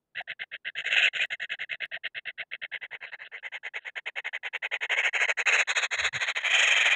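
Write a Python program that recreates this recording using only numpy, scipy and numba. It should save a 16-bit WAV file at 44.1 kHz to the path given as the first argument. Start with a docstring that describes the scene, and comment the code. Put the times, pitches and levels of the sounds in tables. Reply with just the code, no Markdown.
"""Begging kingfisher nestlings

At the mouth of an earth burrow, close by, rasping notes come about ten a second, then crowd and brighten.
Each note is a rough buzz plus air noise; its pitch and throat resonance rise and fall with one push of air.
Low croaks and squeals go with the notes; muffled rasps, perhaps a second chick, join the last outburst.
Two soft sinking bumps sound as the first chick steps forward. Scattered thin clicks, made of brief noise,
and a faint low murmur of filtered noise are heard too, over quiet outdoor air.
"""
import sys
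import numpy as np
from scipy import signal
from scipy.fft import rfft, irfft
from scipy.io import wavfile
from scipy.ndimage import uniform_filter1d
from numba import njit

SR = 44100
rng = np.random.default_rng(int(sys.argv[2]) if len(sys.argv) > 2 else 0)


def pcm_store(signal):
    """Save signal as 16-bit PCM."""
    levels = np.round(np.clip(np.atleast_2d(signal), -1, 1) * 32767)
    wavfile.write(sys.argv[1], SR, levels.astype(np.int16).T)


N = 306495
T = np.arange(N) / SR

# begging notes: (start [s], length [s], level [dB])
NOTES = [(0.151, 0.07, -35.5), (0.275, 0.059, -36.0), (0.394, 0.05, -35.5), (0.515, 0.053, -37.5),
         (0.648, 0.054, -33.5), (0.753, 0.074, -33.5), (0.841, 0.061, -30.5), (0.902, 0.062, -25.5),
         (0.958, 0.059, -22), (1.007, 0.082, -21.5), (1.132, 0.068, -32.0), (1.192, 0.064, -27),
         (1.303, 0.052, -32), (1.398, 0.062, -34.0), (1.495, 0.059, -32.5), (1.59, 0.059, -34),
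         (1.693, 0.064, -33.4), (1.802, 0.06, -33.0), (1.915, 0.061, -35), (2.036, 0.044, -32.5),
         (2.148, 0.05, -35), (2.254, 0.059, -35.5), (2.377, 0.058, -35), (2.514, 0.048, -36),
         (2.617, 0.045, -35.5), (2.716, 0.061, -35.0), (2.812, 0.053, -37), (2.909, 0.063, -39),
         (3.006, 0.067, -40.5), (3.116, 0.045, -39.5), (3.188, 0.064, -43), (3.316, 0.066, -40.5),
         (3.428, 0.06, -37.5), (3.519, 0.061, -37), (3.632, 0.059, -36.5), (3.738, 0.056, -34.5),
         (3.847, 0.055, -37.5), (3.956, 0.043, -34), (4.058, 0.041, -32.5), (4.156, 0.051, -33),
         (4.244, 0.05, -33.5), (4.331, 0.046, -32.5), (4.431, 0.058, -34), (4.53, 0.046, -32),
         (4.623, 0.052, -31.0), (4.714, 0.058, -29.5), (4.808, 0.057, -30), (4.895, 0.061, -26),
         (4.962, 0.061, -25), (5.029, 0.067, -25), (5.131, 0.058, -27), (5.187, 0.078, -25),
         (5.277, 0.049, -24.5), (5.372, 0.057, -27.5), (5.458, 0.059, -22.5), (5.511, 0.07, -22),
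         (5.572, 0.062, -23), (5.674, 0.06, -27.5), (5.75, 0.057, -25.5), (5.809, 0.062, -27.5),
         (5.907, 0.062, -29.5), (5.971, 0.057, -29), (6.023, 0.07, -26.5), (6.127, 0.064, -31.5),
         (6.196, 0.064, -28.5), (6.264, 0.06, -28.5), (6.351, 0.048, -29), (6.397, 0.033, -39.5),
         (6.431, 0.069, -26.5), (6.495, 0.038, -26), (6.53, 0.048, -21), (6.576, 0.044, -22.5),
         (6.617, 0.042, -21.5), (6.66, 0.043, -22.5), (6.7, 0.049, -21.5), (6.751, 0.049, -23),
         (6.796, 0.043, -22.5), (6.842, 0.052, -21.5), (6.898, 0.051, -22.5)]
# posture of the chick, 0 beak shut, 1 head raised, 2 wide gape, 3 neck thrust out: (time [s], posture [0-3])
POSTURE = [(0, 0), (2.6, 0), (3.1, 1.49), (3.5, 1), (4.85, 1), (5.05, 1.16), (5.6, 1.45), (5.69, 1.9),
           (6.1, 2), (6.3, 2.5), (6.52, 3), (6.95, 3)]
# how far a note falls off toward its edges: one value [dB] for each posture, 0 to 3
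EDGE_FALL = [12.6, 13.9, 17.1, 10.15]
# colour of the voice in each posture: (frequency [Hz], level [dB])
VOICE_SHUT = [(290, -34.5), (450, -11), (690, -6.5), (880, -32.5), (1080, -33.5), (1550, 5), (2150, -1.5),
              (2350, -13), (2600, 3.5), (3250, -2.5), (3560, -10), (3850, -8.5), (4200, -22.5),
              (4550, -59.5)]
VOICE_RAISED = [(280, -47), (450, -7.5), (850, -8), (1170, -20.5), (1600, -2.5), (2220, -4.5),
                (2380, -13.5), (2530, -3), (2900, -8.5), (3150, -6), (3400, -15.5), (3800, -18.5),
                (4200, -30), (4500, -56)]
VOICE_GAPE = [(290, -52.5), (430, -5), (650, -3.5), (1150, -5.5), (1600, 6), (2150, -1.5), (2350, -8),
              (2550, 4), (2950, -13), (3300, 0.5), (3650, -2), (3900, 3.5), (4300, -11.5), (4750, -31.5)]
VOICE_THRUST = [(280, -54), (450, -15), (700, -6), (1100, -14), (1550, -5), (1900, 2), (2200, -5.5),
                (2500, -0.5), (2850, -11.5), (3150, 4), (3500, -10.5), (3900, -13), (4300, -28.5),
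                (4800, -32)]
# upper resonances of the open and of the nearly shut beak: (frequency [Hz], level [dB])
HISS_OPEN = [(5000, -23.5), (5550, -13), (6000, -14.5), (6550, 2.5), (7100, -2), (7800, -15), (8500, -18),
             (9300, -29.5), (10500, -65.5)]
HISS_SHUT = [(4900, -38), (5600, -12), (6100, -14.5), (6500, 1), (7200, 1.5), (7900, -11), (8400, -34.5),
             (9200, -50)]
# hiss against the voice, before a fixed lift inside hiss(): (time [s], level [dB])
HISS_LEVEL = [(.2, -44.5), (.68, -54), (.8, -27), (1.2, -25.5), (1.7, -37), (1.9, -48.5), (2.45, -61.5),
              (2.9, -41), (3.3, -42.5), (3.5, -30.5), (4.65, -31.5), (5.05, -22.5), (5.45, -18),
              (5.75, -13), (6.2, -17), (6.45, -22.5), (6.6, -12.5), (6.95, -21)]
# colour of the thin whisper of air past the bill tip: (frequency [Hz], level [dB])
WHISPER = [(8900, -13), (9700, -1), (10300, -4), (11300, -14), (12400, -19), (13300, -18.5), (15000, -26)]
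# whisper against the note, at the height of a note: (time [s], level [dB])
WHISPER_LEVEL = [(0, -71.5), (1.7, -65), (2.2, -52.5), (2.85, -48.5), (3.5, -53), (4.1, -42), (5.2, -44.5),
                 (5.5, -51), (6.3, -38), (6.95, -36.5)]
# a faint low murmur around 135 Hz, level at the top of each swell: (time [s], level [dB])
MURMUR = [(0, -63), (1, -64), (2.8, -65.5), (3.4, -82.5), (6.95, -84.5)]
# a few croaks that break out loudly: (middle [s], level [dB])
LOUD_CROAKS = [(0.211, -36.5), (1.971, -43), (2.433, -49.5)]
# thin clicks, level before noise and dulling: (time [s], level [dB])
CLICKS = [(0.217, -39), (.436, -37), (.698, -42), (1.26, -34), (1.857, -31.5), (2.077, -33), (4.095, -43),
          (4.573, -35), (4.674, -40), (5.093, -36), (6.31, -38), (6.459, -37)]
# strained squeals: (middle [s], length [s], top pitch [Hz], level [dB])
SQUEALS = [(.983, 0.02, 2600, -29), (.985, 0.038, 3090, -39), (1.034, 0.051, 3120, -28),
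           (1.046, 0.054, 2570, -23.5), (1.211, 0.033, 2515, -23), (5.544, 0.029, 2538, -34),
           (6.722, 0.051, 2500, -23), (6.93, 0.061, 2460, -28)]
# muffled extra rasps, perhaps a second chick deeper in: (middle [s], length [s], level [dB])
SIBLING = [(3.083, 0.055, -44), (3.262, 0.054, -43.5), (3.386, .04, -46.5), (3.83, .084, -61),
           (5.657, .03, -65), (6.61, 0.24, -30.5), (6.836, .32, -35)]
# bumps on the soil: (middle [s], length [s], pitch at the middle [Hz], level of the tone [dB])
BUMPS = [(6.035, 0.17, 70.5, -49.5), (6.161, 0.0817, 127, -41.5)]
# colour of the quiet outdoor air: (frequency [Hz], level [dB])
AIR = [(25, -13.5), (60, -9), (120, -7), (400, -10.5), (1500, -24.5), (6000, -33.5), (15000, -35.5)]

AIR_DB = -86
TOP_HZ = 15600  # nothing much is heard above this
# effort is the amplitude of a note against a full-strength one at this level
FULL_DB = -21
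# throat resonance at no effort and its rise at full effort, both before the crest factor in phrasing()
THROAT_REST_HZ, THROAT_EFFORT_HZ = 1981, 496
THROAT_SCATTER = 0.025  # random spread from note to note, as a share
# place of the crest within a note at no effort, and how much earlier it comes at full effort
CREST_SHARE, CREST_EARLIER = 0.58, 0.166
# share of the edge fall that is lost at full effort, so strained notes run together
MERGE_SHARE = 0.66
# the voice catches twice: after the opening pip and at a later, scattered share of the note
PIP_S, LATE_SHARE, LATE_SCATTER = 0.015, 0.758, 0.21
CATCH_S, CATCH_DB = 0.0047, 7.5  # depth at no effort with the beak shut
# croak level is against its note with the beak shut; the inset is its distance from the note's edge
CROAK_HZ, CROAK_S, CROAK_INSET_S, CROAK_DB, CROAK_SCATTER_DB = 710, 0.014, 0.0074, -23, 5


def undb(db):
    """Turn decibels into a gain."""
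    return np.exp(np.asarray(db) * (np.log(10) / 20))


def curve(rows):
    """Join rows of (time, value) by straight lines, one value per sample."""
    return np.interp(T, *np.transpose(rows))


def steady(x, span_s):
    """Bring the running strength (rms) to 1 and keep the faster grain."""
    power = uniform_filter1d(x * x, max(int(span_s * SR), 8))
    return x / np.sqrt(np.abs(power) + 1e-12)


def wobble(span_s):
    """Smooth random wandering with a spread of about 1."""
    size = max(int(span_s * SR), 2)
    smooth = uniform_filter1d(uniform_filter1d(rng.standard_normal(N), size), size)
    return steady(smooth, 0.92)


def swell(centre, length):
    """A smooth rise and fall around a moment."""
    return np.cos(np.pi * np.clip((T - centre) / length, -0.5, 0.5)) ** 2


def colour(x, points, size=1024):
    """Filter a sound to the given loudness at each frequency, without sound ahead of its cause."""
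    hz, db = np.transpose(points)
    grid = np.arange(size // 2 + 1) * SR / size + 1
    # outside the points the response falls 40 dB an octave, down to 60 dB
    outside = np.abs(np.log2(grid / np.clip(grid, hz[0], hz[-1])))
    level_db = np.interp(np.log(grid), np.log(hz), db) - 20 * np.minimum(2 * outside, 3)
    # folding the cepstrum packs the response as early as possible (minimum phase)
    cepstrum = irfft(np.log(undb(level_db)))
    cepstrum[1:size // 2] *= 2
    cepstrum[size // 2 + 1:] = 0
    response = irfft(np.exp(rfft(cepstrum)))
    return signal.fftconvolve(x, response)[:N]


@njit
def resonance(x, hz, width):
    """A hollow that rings around a moving frequency: a state-variable band-pass filter."""
    y, band, low = np.empty(len(x)), 0., 0.
    for i in range(len(x)):
        g, k = np.tan(np.pi * hz[i] / SR), width / hz[i]
        v = (band + g * (x[i] - low)) / (1 + g * (g + k))
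        band, low, y[i] = 2 * v - band, low + 2 * g * v, k * v
    return y


def low_noise(centre_hz, width_hz):
    """Random noise passed twice through one fixed resonance."""
    centre = np.full(N, float(centre_hz))
    once = resonance(rng.standard_normal(N), centre, width_hz)
    return resonance(once, centre, width_hz)


def still_air():
    """Quiet outdoor air: steady noise that is strongest at the bottom."""
    return undb(AIR_DB) * steady(colour(rng.standard_normal(N), AIR), 0.5)


def phrasing(edge_s=0.0041, arch=0.22, crest=1.02, falter_db=3.0, falter_s=0.0025):
    """Give air pressure (0-1), loudness and throat resonance; every note is one arch of pressure."""
    pressure, gain, throat = np.zeros(N), np.zeros(N), []
    chances = rng.standard_normal((len(NOTES), 2))
    for (start, length, db), (chance, detune) in zip(NOTES, chances):
        now = slice(int(start * SR), int((start + length) * SR))
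        age = T[now] - start
        effort = undb(db - FULL_DB)
        posture = np.interp(start, *np.transpose(POSTURE))

        top = length * (CREST_SHARE - CREST_EARLIER * effort)
        pressure[now] = np.sin(np.pi / 2 * np.interp(age, [0, top, length], [0, 1, 0]))

        edge_db = np.interp(posture, np.arange(len(EDGE_FALL)), EDGE_FALL)
        edge_db = edge_db * (1 - MERGE_SHARE * effort ** 2)
        catches = PIP_S, length * (LATE_SHARE + LATE_SCATTER * chance)
        dip = sum(np.exp(-(2 * (age - s) / CATCH_S) ** 2) for s in catches)
        # a raised head and a hard push both smooth the catches over
        dip = dip * (1 - effort) / (1 + posture)
        shape = undb(-edge_db * (1 - pressure[now]) - CATCH_DB * dip)
        gain[now] = undb(db) * shape / np.sqrt(np.mean(shape ** 2))

        throat_hz = THROAT_REST_HZ + THROAT_EFFORT_HZ * effort
        throat.append((start + top, throat_hz * (1 + THROAT_SCATTER * detune)))
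    # the resonance climbs with the pressure and drops as the note dies
    hz = curve(throat) * (crest - arch * (1 - pressure) ** 2)
    # the voice falters most where the pressure is low
    gain = gain * undb(falter_db * (1.0263 - pressure) * wobble(falter_s))
    size = int(edge_s * SR)
    gain = uniform_filter1d(uniform_filter1d(gain, size), size // 2)
    return pressure, gain, hz


def syrinx(pressure, hz, calm=0.0245, chaos=0.14, chaos_s=0.0008, slap_db=3.0, slap_s=0.0013,
           calm_air=1.0, turbulence=0.56, strain=0.15, smoothing=0.46, count=13):
    """The voice membranes buzz an octave below the throat resonance, more unsteadily under pressure."""
    posture = curve(POSTURE)
    drive = np.clip(pressure + strain * posture, 0, 1)
    pitch = hz / 2 * (1 + (calm + chaos * drive) * wobble(chaos_s))
    phase = 2 * np.pi * np.cumsum(pitch) / SR
    buzz = sum(np.cos(k * phase) for k in range(1, count + 1)) / np.sqrt(count / 2)
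    air = (calm_air + turbulence * drive) * rng.standard_normal(N)
    # uneven slaps chop buzz and air into a rasp; they even out as the chick stretches
    slaps = undb(slap_db / (1 + smoothing * posture) * wobble(slap_s))
    return (buzz + air) * slaps


def rasp(source, hz, ring_db=7, width_hz=300.0, upper=2.0, upper_db=-1, upper_width_hz=38.0,
         wander=0.097, wander_s=0.018, even_s=0.017):
    """The buzz rings the throat and a restless resonance about an octave above; posture colours it."""
    throat = source + undb(ring_db) * resonance(source, hz, width_hz)
    upper_hz = hz * upper * (1 + wander * wobble(wander_s))
    throat = throat + undb(upper_db) * resonance(source, upper_hz, upper_width_hz)
    posture = curve(POSTURE)
    mix = np.zeros(N)
    # blend the two colours nearest to the present posture
    for k, shape in enumerate((VOICE_SHUT, VOICE_RAISED, VOICE_GAPE, VOICE_THRUST)):
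        share = np.maximum(1 - np.abs(posture - k), 0)
        mix += share * steady(colour(throat, shape), 0.071)
    return steady(mix, even_s)


def hiss(source, pressure, edge_db=8, lift_db=2):
    """Upper beak resonances and a whisper at the bill tip speak most at the height of a note."""
    opened = np.clip(curve(POSTURE), 0, 1)
    beak = (1 - opened) * colour(source, HISS_SHUT) + opened * colour(source, HISS_OPEN)
    beak = steady(beak, 0.013) * undb(curve(HISS_LEVEL) + lift_db)
    tip = steady(colour(source, WHISPER), 0.027) * undb(curve(WHISPER_LEVEL))
    return (beak + tip) * undb(-edge_db * (1 - pressure ** 2))


def murmur(loudness):
    """A faint low murmur around 135 Hz, swelling and fading: noise through a low resonance."""
    return steady(low_noise(135, 90.0), 0.15) * loudness * undb(curve(MURMUR))


def croaks(waver=0.076, waver_s=0.0016, shimmer=0.075, loud_s=0.02):
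    """Slack membranes give a low wavering tone as a note starts and dies, fading as the beak gapes."""
    scatter = rng.standard_normal((len(NOTES), 2))
    marks = np.zeros(N)
    for (start, length, db), chance in zip(NOTES, scatter):
        edges = np.array([start + CROAK_INSET_S, start + length - CROAK_INSET_S])
        spots = np.minimum((edges * SR).astype(int), N - 1)
        marks[spots] = undb(db + CROAK_DB + CROAK_SCATTER_DB * chance)
    # each mark becomes a short smooth swell
    loudness = signal.fftconvolve(marks, np.hanning(int(CROAK_S * SR)), "same")
    loudness = loudness * np.maximum(1 - curve(POSTURE) / 2, 0)
    loudness = loudness + sum(undb(db) * swell(s, loud_s) for s, db in LOUD_CROAKS)
    unrest = wobble(waver_s)
    phase = 2 * np.pi * np.cumsum(CROAK_HZ * (1 + waver * unrest)) / SR
    return loudness * (1 + shimmer * unrest) * np.sqrt(2) * np.sin(phase)


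def clicks(decay_s=0.00049, dull=0.88):
    """Scattered thin clicks: noise that dies within a few thousandths of a second, its treble softened."""
    hits = np.zeros(N)
    for s, db in CLICKS:
        hits[int(s * SR)] = undb(db)
    fading = signal.lfilter([1], [1, -np.exp(-1 / (decay_s * SR))], hits)
    burst = fading * rng.standard_normal(N)
    return signal.lfilter([1 - dull], [1, -dull], burst)


def squeals(waver=0.0256, waver_s=0.002, bend=0.04, shimmer=0.13):
    """The membranes lock briefly into a wavering tone whose pitch arches up and back."""
    unrest, out = wobble(waver_s), np.zeros(N)
    for s, length, hz, db in SQUEALS:
        shape = swell(s, length)
        pitch = hz * (1 - bend * (1 - shape) + waver * unrest)
        tone = np.sqrt(2) * np.sin(2 * np.pi * np.cumsum(pitch) / SR)
        out += undb(db) * shape * tone
    return out * (1 + shimmer * unrest)


def sibling(rough_db=3, rough_s=0.0024):
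    """Muffled rasps: uneven noise coloured by a shut beak."""
    rough = colour(rng.standard_normal(N), VOICE_SHUT) * undb(rough_db * wobble(rough_s))
    return steady(rough, 0.03) * sum(undb(db) * swell(s, length) for s, length, db in SIBLING)


def bumps(sag=1.5, crumble=0.45):
    """Soft soil gives a few cycles of a sinking thud, with a crumbly rumble around 110 Hz."""
    rumble = steady(low_noise(110, 68.0), 0.11)
    out = np.zeros(N)
    for s, length, hz, db in BUMPS:
        age = T - s
        thud = np.sin(2 * np.pi * hz * age * (1 - sag * age))
        out += undb(db) * swell(s, length) * (thud + crumble * rumble)
    return out


def burrow(x, wet_db=-24, t60=0.045):
    """Earth walls return a weak tail of noise that falls 60 dB in t60 seconds."""
    age = T[:SR // 10]
    tail = rng.standard_normal(len(age)) * undb(-60 * age / t60)
    tail = tail / np.linalg.norm(tail)
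    return x + undb(wet_db) * signal.fftconvolve(x, tail)[:N]


def scene():
    """Put calls and clicks in the burrow mouth, then add murmur, bumps and still air."""
    pressure, gain, hz = phrasing()
    source = syrinx(pressure, hz)
    call = gain * (rasp(source, hz) + hiss(source, pressure))
    inside = burrow(call + croaks() + clicks() + squeals() + sibling())
    return (still_air() + inside + murmur(pressure) + bumps())[None]


def record(dry, ceiling=0.56):
    """The recorder rounds the loudest peaks and cuts the extreme treble."""
    rounded = dry - dry ** 5 / (5 * ceiling ** 4)
    return signal.sosfilt(signal.ellip(8, 0.2, 70, TOP_HZ, fs=SR, output="sos"), rounded)


dry = scene()
out = record(dry)
pcm_store(out)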